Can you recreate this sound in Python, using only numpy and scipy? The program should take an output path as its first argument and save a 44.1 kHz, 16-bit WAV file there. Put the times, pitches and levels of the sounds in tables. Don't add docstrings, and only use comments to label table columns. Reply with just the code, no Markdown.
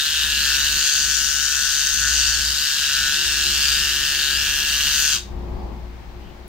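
import sys
import numpy as np
from scipy import signal
from scipy.fft import rfft, irfft
from scipy.io import wavfile
from scipy.ndimage import uniform_filter1d

SR = 44100
rng = np.random.default_rng(int(sys.argv[2]) if len(sys.argv) > 2 else 0)


def transcribe(signal):
    frames = np.atleast_2d(signal).T
    limited = np.clip(frames, -1, 1)
    pcm = np.round(limited * 32767).astype(np.int16)
    wavfile.write(sys.argv[1], SR, pcm)


N = 285756
T = np.arange(N) / SR
HZ = np.fft.rfftfreq(N, 1 / SR)


def amp(db):
    return 10 ** (np.asarray(db) / 20)


def unit_rms(x):
    return x / np.sqrt(np.mean(x ** 2) + 1e-20)


def steady(x):
    return x / np.sqrt(abs(uniform_filter1d(x ** 2, size=4410)) + 0.0091 * np.mean(x ** 2))


def spectrum(points, hz):
    f, value = np.transpose(points)
    return np.interp(np.log(hz + 1), np.log(f + 1), value)


def follow(rows, t=T):
    s, *columns = np.transpose(rows)
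    return [np.interp(t, s, c) for c in columns]


def colour(x, points):
    return irfft(rfft(x) * amp(spectrum(points, HZ)), N)


def band_rms(x, lo, hi):
    return irfft(rfft(x.mean(0)) * (HZ > lo) * (HZ < hi), N).std()


def wander(hz):
    return unit_rms(irfft(rfft(rng.standard_normal(N)) / (1 + (HZ / hz) ** 4), N))


def pan(db):
    return amp(np.array([[.5], [-.5]]) * db)


def correlate(pair, likeness):
    a, b = rfft(pair)
    return irfft(np.array([a, likeness * a + np.sqrt(1 - likeness ** 2) * b]), N)


def resonate(x, hz, width):
    carrier = np.exp(2j * np.pi * np.cumsum(hz * np.ones(N)) / SR)
    pole = np.exp(-np.pi * width / SR)
    return 2 * (carrier * signal.lfilter([1 - pole], [1, -pole], x / carrier + 1e-18)).real


def knocks(turns, rough, jitter_ms):
    at = np.interp(np.arange(np.ceil(turns[0]), turns[-1]), turns, np.arange(N))
    force, slip = rng.standard_normal((N // 100, 2))[:len(at)].T
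    at = np.clip(at + slip * jitter_ms * SR / 1000, 0, N - 2)
    size, whole = 1 + rough * force, at.astype(int)
    return np.bincount(whole, size * (1 - at % 1), N) + np.bincount(whole + 1, size * (at % 1), N)


OFF_S = 5.137
# centre in seconds, half length in seconds, speed sag in Hz, housing lift in dB.
PRESSES = [(0.246, 0.07, 0.03, 3), (0.532, 0.12, 1.9, 5), (0.89, 0.059, 0.8, 0.5), (1.169, 0.06, 0.5, 1),
           (1.539, 0.17, 1.7, 3), (2.061, 0.06, 1.6, 8.5), (2.35, 0.08, 0.7, 2), (2.542, 0.06, -0.28, -10),
           (2.734, 0.08, 1.2, -2.5), (3.032, 0.12, 1.3, 6), (3.23, 0.05, -2.0, 3), (3.52, 0.056, -0.3, -8),
           (3.68, 0.08, 0.5, 0), (4.309, 0.07, 0.9, 1.8), (4.759, 0.13, -1.0, 0.5),
           (5.07, 0.1095, 0.38, -1)]


def trimmer(free_hz=75.45, cut_hz=72.0, enter_s=0.29, settle_s=0.06, coast_s=0.12, fade_s=0.04):
    centre_s, half_s, sag_hz, lift_db = np.transpose(PRESSES)
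    load = np.exp(-((T[:, None] - centre_s) / half_s) ** 2)
    unloaded = (1 - np.tanh((T - enter_s) / (2 * settle_s))) / 2
    speed_hz = cut_hz + (free_hz - cut_hz) * unloaded - load @ sag_hz
    since_off = np.maximum(T - OFF_S, 0)
    spin = np.exp(-since_off / coast_s)
    flutter = 1 + .0024 * wander(20)
    turns = np.cumsum(speed_hz * flutter * spin) / SR
    buzz = housing(turns, spin, load @ lift_db) + cutting_head(turns) + hands(blade(turns))
    return buzz * np.exp(-(since_off / fade_s) ** 1.5)


# time in seconds, pitch at running speed in Hz.
GRIP = [(0.0, 1610), (0.43, 1670), (0.49, 1556), (1.69, 1480), (2.86, 1594), (2.92, 1480), (3.91, 1765),
        (4.91, 1610), (5.0, 1490), (5.14, 1510)]


def housing(turns, spin, lift_db, level_db=-33.5, ring_share=0.51):
    out = knocks(turns - .13, rough=0.13, jitter_ms=0.047)
    back = knocks(turns - .13 - .5, rough=0.14, jitter_ms=0.02)
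    body = out - 0.8 * back
    for hz, width in ((1410, 314), (1780, 284), (1540, 530)):
        body = resonate(body, hz * spin, width)
    ring = resonate(body, follow(GRIP)[0] * spin, 143)
    growl = ring_share * unit_rms(ring) + (1 - ring_share) * unit_rms(body)
    return amp(level_db + lift_db) * steady(growl) * spin * pan(2.6)


# time in seconds, level in dB before the trim.
HEAD = [(0.0, -28.5), (0.33, -24), (1.55, -35), (2.07, -31.5), (2.23, -27), (2.52, -35.5), (2.89, -26),
        (3.51, -27.5), (3.56, -24), (4.31, -26.5), (4.35, -23.5), (5.08, -27), (5.14, -28)]


def cutting_head(turns, trim_db=-5.0):
    out = knocks(turns - .08, rough=0.13, jitter_ms=0.021)
    back = knocks(turns - .08 - .5, rough=0.16, jitter_ms=0.039)
    ring = resonate(resonate(out + back, 2757, 190), 2950, 790)
    return amp(follow(HEAD)[0] + trim_db) * steady(ring) * pan(0.4)


# frequency in Hz, gain in dB.
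STEEL_EQ = [(300, -50), (700, -27), (1150, -13.5), (1500, 0.5), (2100, -8), (2470, -4.5), (2650, 2),
            (3000, 4.5), (3800, -2), (4700, -1), (6700, 1), (7300, -3.5), (9400, -9.5), (15500, -11)]
# centre in Hz, width in Hz, lift in dB.
COMB_MODES = [(3173, 49, 3.5), (3790, 335, 4.5), (4580, 670, 5.5), (5860, 100, 3), (6820, 580, 2.5),
              (7700, 210, 4.5), (8550, 330, 4), (9200, 90, 5)]
# frequency in Hz, left-right likeness from 0 to 1.
BLADE_LIKENESS = [(700, 0.49), (1400, 0.87), (3000, 0.85), (4700, 0.56), (6000, 0.25), (8000, 0.59),
                  (11000, 0.1)]
# frequency in Hz, left minus right in dB.
BLADE_PAN = [(1300, -2.5), (2400, -3), (4200, -1), (5600, 3), (6500, 1), (8400, -5), (9500, 4.5),
             (10500, -4.5), (13500, 9.5), (15500, 6)]
# frequency in Hz, phase lead in radians.
BLADE_LEAD = [(300, 0.32), (1500, 0.084), (3000, 0.4), (3600, 1.16), (4600, 0.93), (5400, 1.96),
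              (8000, 1.83), (10000, 1.5)]


def blade(turns, click_turns=0.02, slide_turns=0.16, uneven_db=0.9, grain_db=1.5, repeat_share=0.25):
    force = 1.0
    for reversal in (0, .55):
        phase = (turns - reversal) % 1
        click = 2.23 * np.exp(-phase / click_turns)
        slide = np.exp(-((phase - .17) / slide_turns) ** 2)
        force = force + click + slide
    profiles = rng.standard_normal((2, 600))
    teeth = unit_rms(np.array([np.interp(turns % 1, np.linspace(0, 1, 600), p) for p in profiles]))
    grit = np.sqrt(repeat_share) * teeth + np.sqrt(1 - repeat_share) * rng.standard_normal((2, N))
    contacts = force * amp(uneven_db * wander(175)) * np.tanh(amp(grain_db * wander(3000)) * grit / 2)
    steel = colour(correlate(contacts, spectrum(BLADE_LIKENESS, HZ)), STEEL_EQ)
    comb = sum((amp(db) - 1) * signal.lfilter(*signal.iirpeak(hz, hz / width, fs=SR), steel)
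               for hz, width, db in COMB_MODES)
    rasp = irfft(rfft(steel + comb) * pan(spectrum(BLADE_PAN, HZ)), N)
    rasp[1] = irfft(rfft(rasp[1]) * np.exp(1j * spectrum(BLADE_LEAD, HZ)), N)
    return rasp / band_rms(rasp, 3200, 5600)


# time in seconds, rasp level in dB before the trim,
# then bite of the teeth and top-end fizz, both in dB against the rasp.
SHADING = [(0.0, -25, -6, -12), (0.3, -26.5, -4, -9.5), (0.48, -24, -5, -10.5), (0.68, -25.5, -5, -8),
           (0.92, -24, -0.5, -12.5), (1.43, -27.5, 1.5, -9.5), (1.6, -25, -1, -11.5), (2.06, -26, 0, -10.5),
           (2.22, -23, -1, -15), (2.36, -25, -0.5, -14), (2.46, -24.5, -5, -12.5), (3.3, -25, -3.5, -12.5),
           (3.7, -23.5, -4.5, -11), (3.95, -25, -6, -11.5), (4.62, -26, -6.5, -9), (4.88, -23.5, -7, -11.5),
           (5.01, -25, -0.5, -5.5), (5.14, -22.5, -2.5, -14)]
PLAIN_BITE_DB, PLAIN_FIZZ_DB, PLAIN_HEAD_DB = -4.5, -13.5, -4.5
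# time in seconds, left resonance in Hz, right resonance in Hz, right lift in dB.
HOLLOW = [(0.28, 3650, 3800, 3), (0.47, 4740, 4300, 3), (0.6, 6160, 3950, 6.5), (0.88, 6400, 4540, 8),
          (1.3, 5750, 4882, 4.5), (1.7, 5902, 4550, 3), (2.12, 6450, 4680, 5.5), (2.24, 5580, 4600, 9),
          (2.5, 5260, 4595, 3.5), (2.75, 5270, 3910, 5.5), (3.25, 5300, 3900, 4.5), (3.45, 5304, 4050, 6),
          (3.68, 4803, 4680, 4.5), (3.98, 5637, 4330, 0.5), (4.28, 3800, 3900, 1), (4.42, 5686, 4175, -1.5),
          (5.0, 6200, 4720, 4.5)]


def hands(rasp, trim_db=-2.5, left_db=4.5, cup_width_hz=400, echo_ms=1.105, drift_ms=0.12):
    hz, t, bands = signal.stft(rasp, SR, nperseg=512)
    hz = hz[:, None]
    rasp_db, bite_db, fizz_db = follow(SHADING, t)
    left_hz, right_hz, right_db = follow(HOLLOW, t)
    head_db = follow(HEAD, t)[0] - rasp_db
    bite = spectrum([(4600, 0), (6300, 1), (8500, 0.67), (10500, 0)], hz) * (bite_db - PLAIN_BITE_DB)
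    fizz = spectrum([(8500, 0.18), (10500, 0.87)], hz) * (fizz_db - PLAIN_FIZZ_DB)
    ring = spectrum([(1900, 0.35), (2300, 1), (3200, 1), (3900, 0)], hz) * (head_db - PLAIN_HEAD_DB)
    shade_db = rasp_db + trim_db + fizz + 0.38 * ring
    crests, sides = [], []
    for cup_hz, lift_db, bite_share in ((left_hz, left_db, 1), (right_hz, right_db, 0.15)):
        detune = ((hz - cup_hz) / cup_width_hz) ** 2
        crests.append(lift_db * (1 - 0.3 * detune) * np.exp(-detune / 2))
        delay_s = (echo_ms + drift_ms * np.interp(t, T, wander(3))) / 1000
        ripple_db = 2.64 * np.cos(2 * np.pi * hz * delay_s)
        sides.append(bite_share * bite + ripple_db)
    crests = np.array(crests)
    bleed_db = 0.36 * crests[::-1]
    bands = bands * amp(shade_db + crests + bleed_db + np.array(sides))
    return signal.istft(bands, SR, nperseg=512)[1][:, :N] * pan(3.0)


# time in seconds, level in dB before the trim.
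HUM = [(0.0, -52), (0.22, -37.5), (0.77, -36), (0.9, -62), (1.03, -38), (1.79, -44.5), (2.07, -33),
       (2.49, -33.5), (2.76, -53), (3.03, -38), (3.19, -50), (3.27, -37.5), (3.86, -36), (4.17, -46),
       (4.37, -38.5), (5.16, -40.5), (5.4, -28.5), (6.48, -45)]


def machine_hum(hz=59.3, trim_db=1.0):
    tone = unit_rms(np.sin(2 * np.pi * hz * T + 0.3 * wander(14)))
    return amp(follow(HUM)[0] + trim_db) * tone * pan(3.1)


# time in seconds, level in dB.
WHINE = [(0.0, -67), (0.2, -54.5), (1.84, -62.5), (1.95, -54.5), (2.91, -64), (3.23, -50.5), (5.12, -57),
         (5.31, -45.5), (5.79, -45.5), (5.88, -53.5), (6.48, -51.5)]
# pitch in Hz, level in dB against the fader.
WHINE_TONES = [(200, -6), (355.2, 1), (540, -15), (827, -11.5)]


def machine_whine(waver_db=2.0):
    tones = 0
    for hz, db in WHINE_TONES:
        gain = amp(db + waver_db * wander(6))
        tones += gain * unit_rms(np.sin(2 * np.pi * hz * T + 0.25 * wander(4.2)))
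    return amp(follow(WHINE)[0]) * tones * pan(4.3)


def noise_bed(eq, likeness, band_hz):
    noise = colour(correlate(rng.standard_normal((2, N)), likeness), eq)
    return noise / band_rms(noise, *band_hz)


# time in seconds, level in dB before the trim.
AIR = [(0.0, -58.5), (0.31, -57), (0.49, -54), (1.68, -60), (2.42, -54.5), (2.56, -62.5), (2.83, -56),
       (4.96, -51.5), (5.23, -54), (5.31, -45), (5.65, -40), (5.9, -50.5), (6.46, -49), (6.48, -54)]
# frequency in Hz, gain in dB.
RUMBLE_EQ = [(15, -2.5), (36, 7), (55, 4), (80, 1), (125, -1.5), (160, -4.5), (200, -2), (300, -12),
             (450, -33), (900, -66)]
AIR_EQ = [(150, -23), (350, 11), (550, 4.5), (850, 7.5), (1200, -2), (1800, -32), (4000, -45)]
HISS_EQ = [(300, -30), (1000, -0.5), (2000, 0), (3000, -5), (4500, -7.5), (6500, -14.5), (8500, -21.5),
           (12000, -20), (15500, -15)]


def room_tone(rumble_db=-45, air_trim_db=-4.0, hiss_db=-54.5):
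    air_db, hum_db = follow(AIR)[0], follow(HUM)[0]
    swell_db = 0.62 * (air_db - air_db.mean()) + 0.27 * (hum_db - hum_db.mean())
    rumble = amp(rumble_db + swell_db + 0.88 * wander(7.1)) * noise_bed(RUMBLE_EQ, 0.67, (53.5, 370))
    murk = amp(air_db + air_trim_db) * noise_bed(AIR_EQ, 0.28, (472, 785))
    hiss = amp(hiss_db) * noise_bed(HISS_EQ, 0.046, (1750, 8010))
    return (rumble + murk) * pan(4.3) + hiss * pan(3.8)


def coasting_blade(attack_s=0.025, decay_s=0.04):
    since_off = np.maximum(T - OFF_S, 0)
    sing = unit_rms(resonate(resonate(rng.standard_normal(N), 3780, 300), 3650, 300))
    return amp(-26) * sing * (1 - np.exp(-since_off / attack_s)) * np.exp(-since_off / decay_s)


# peak time in seconds, half length in seconds, centre in Hz, width in Hz, level in dB.
BRUSHES = [(5.604, 0.068, 4600, 600, -61), (6.275, 0.07, 2940, 600, -56)]


def fur():
    grains = rng.standard_normal(N) * amp(3.3 * wander(300))
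    rustles = 0
    for peak_s, half_s, hz, width, db in BRUSHES:
        rustle = unit_rms(resonate(resonate(grains, hz, width), hz, width))
        rustles += amp(db) * rustle * np.exp(-((T - peak_s) / half_s) ** 2)
    return rustles


def reverb(x, wet_db=-10, t60_s=0.27):
    t = T[:SR // 2]
    tail = rng.standard_normal((2, len(t))) * amp(-60 * t / t60_s) * (t > .004)
    tail /= np.linalg.norm(tail, axis=1, keepdims=True)
    return x + amp(wet_db) * signal.fftconvolve(x, tail, axes=1)[:, :N]


def scene():
    close = trimmer() + coasting_blade() + fur()
    return reverb(close) + machine_hum() + machine_whine() + room_tone()


# frequency in Hz, gain in dB.
MICROPHONE_EQ = [(9500, -1), (9950, -8.5), (10600, -5), (12400, -8), (13000, -0.5), (15600, -3.5)]
HIGH_CUT_HZ = 15800


def record(dry):
    lowpass = signal.firwin(511, HIGH_CUT_HZ, window=("kaiser", 9), fs=SR)
    return signal.oaconvolve(colour(dry, MICROPHONE_EQ), lowpass[None], "same", axes=1)


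dry = scene()
out = record(dry)
transcribe(out)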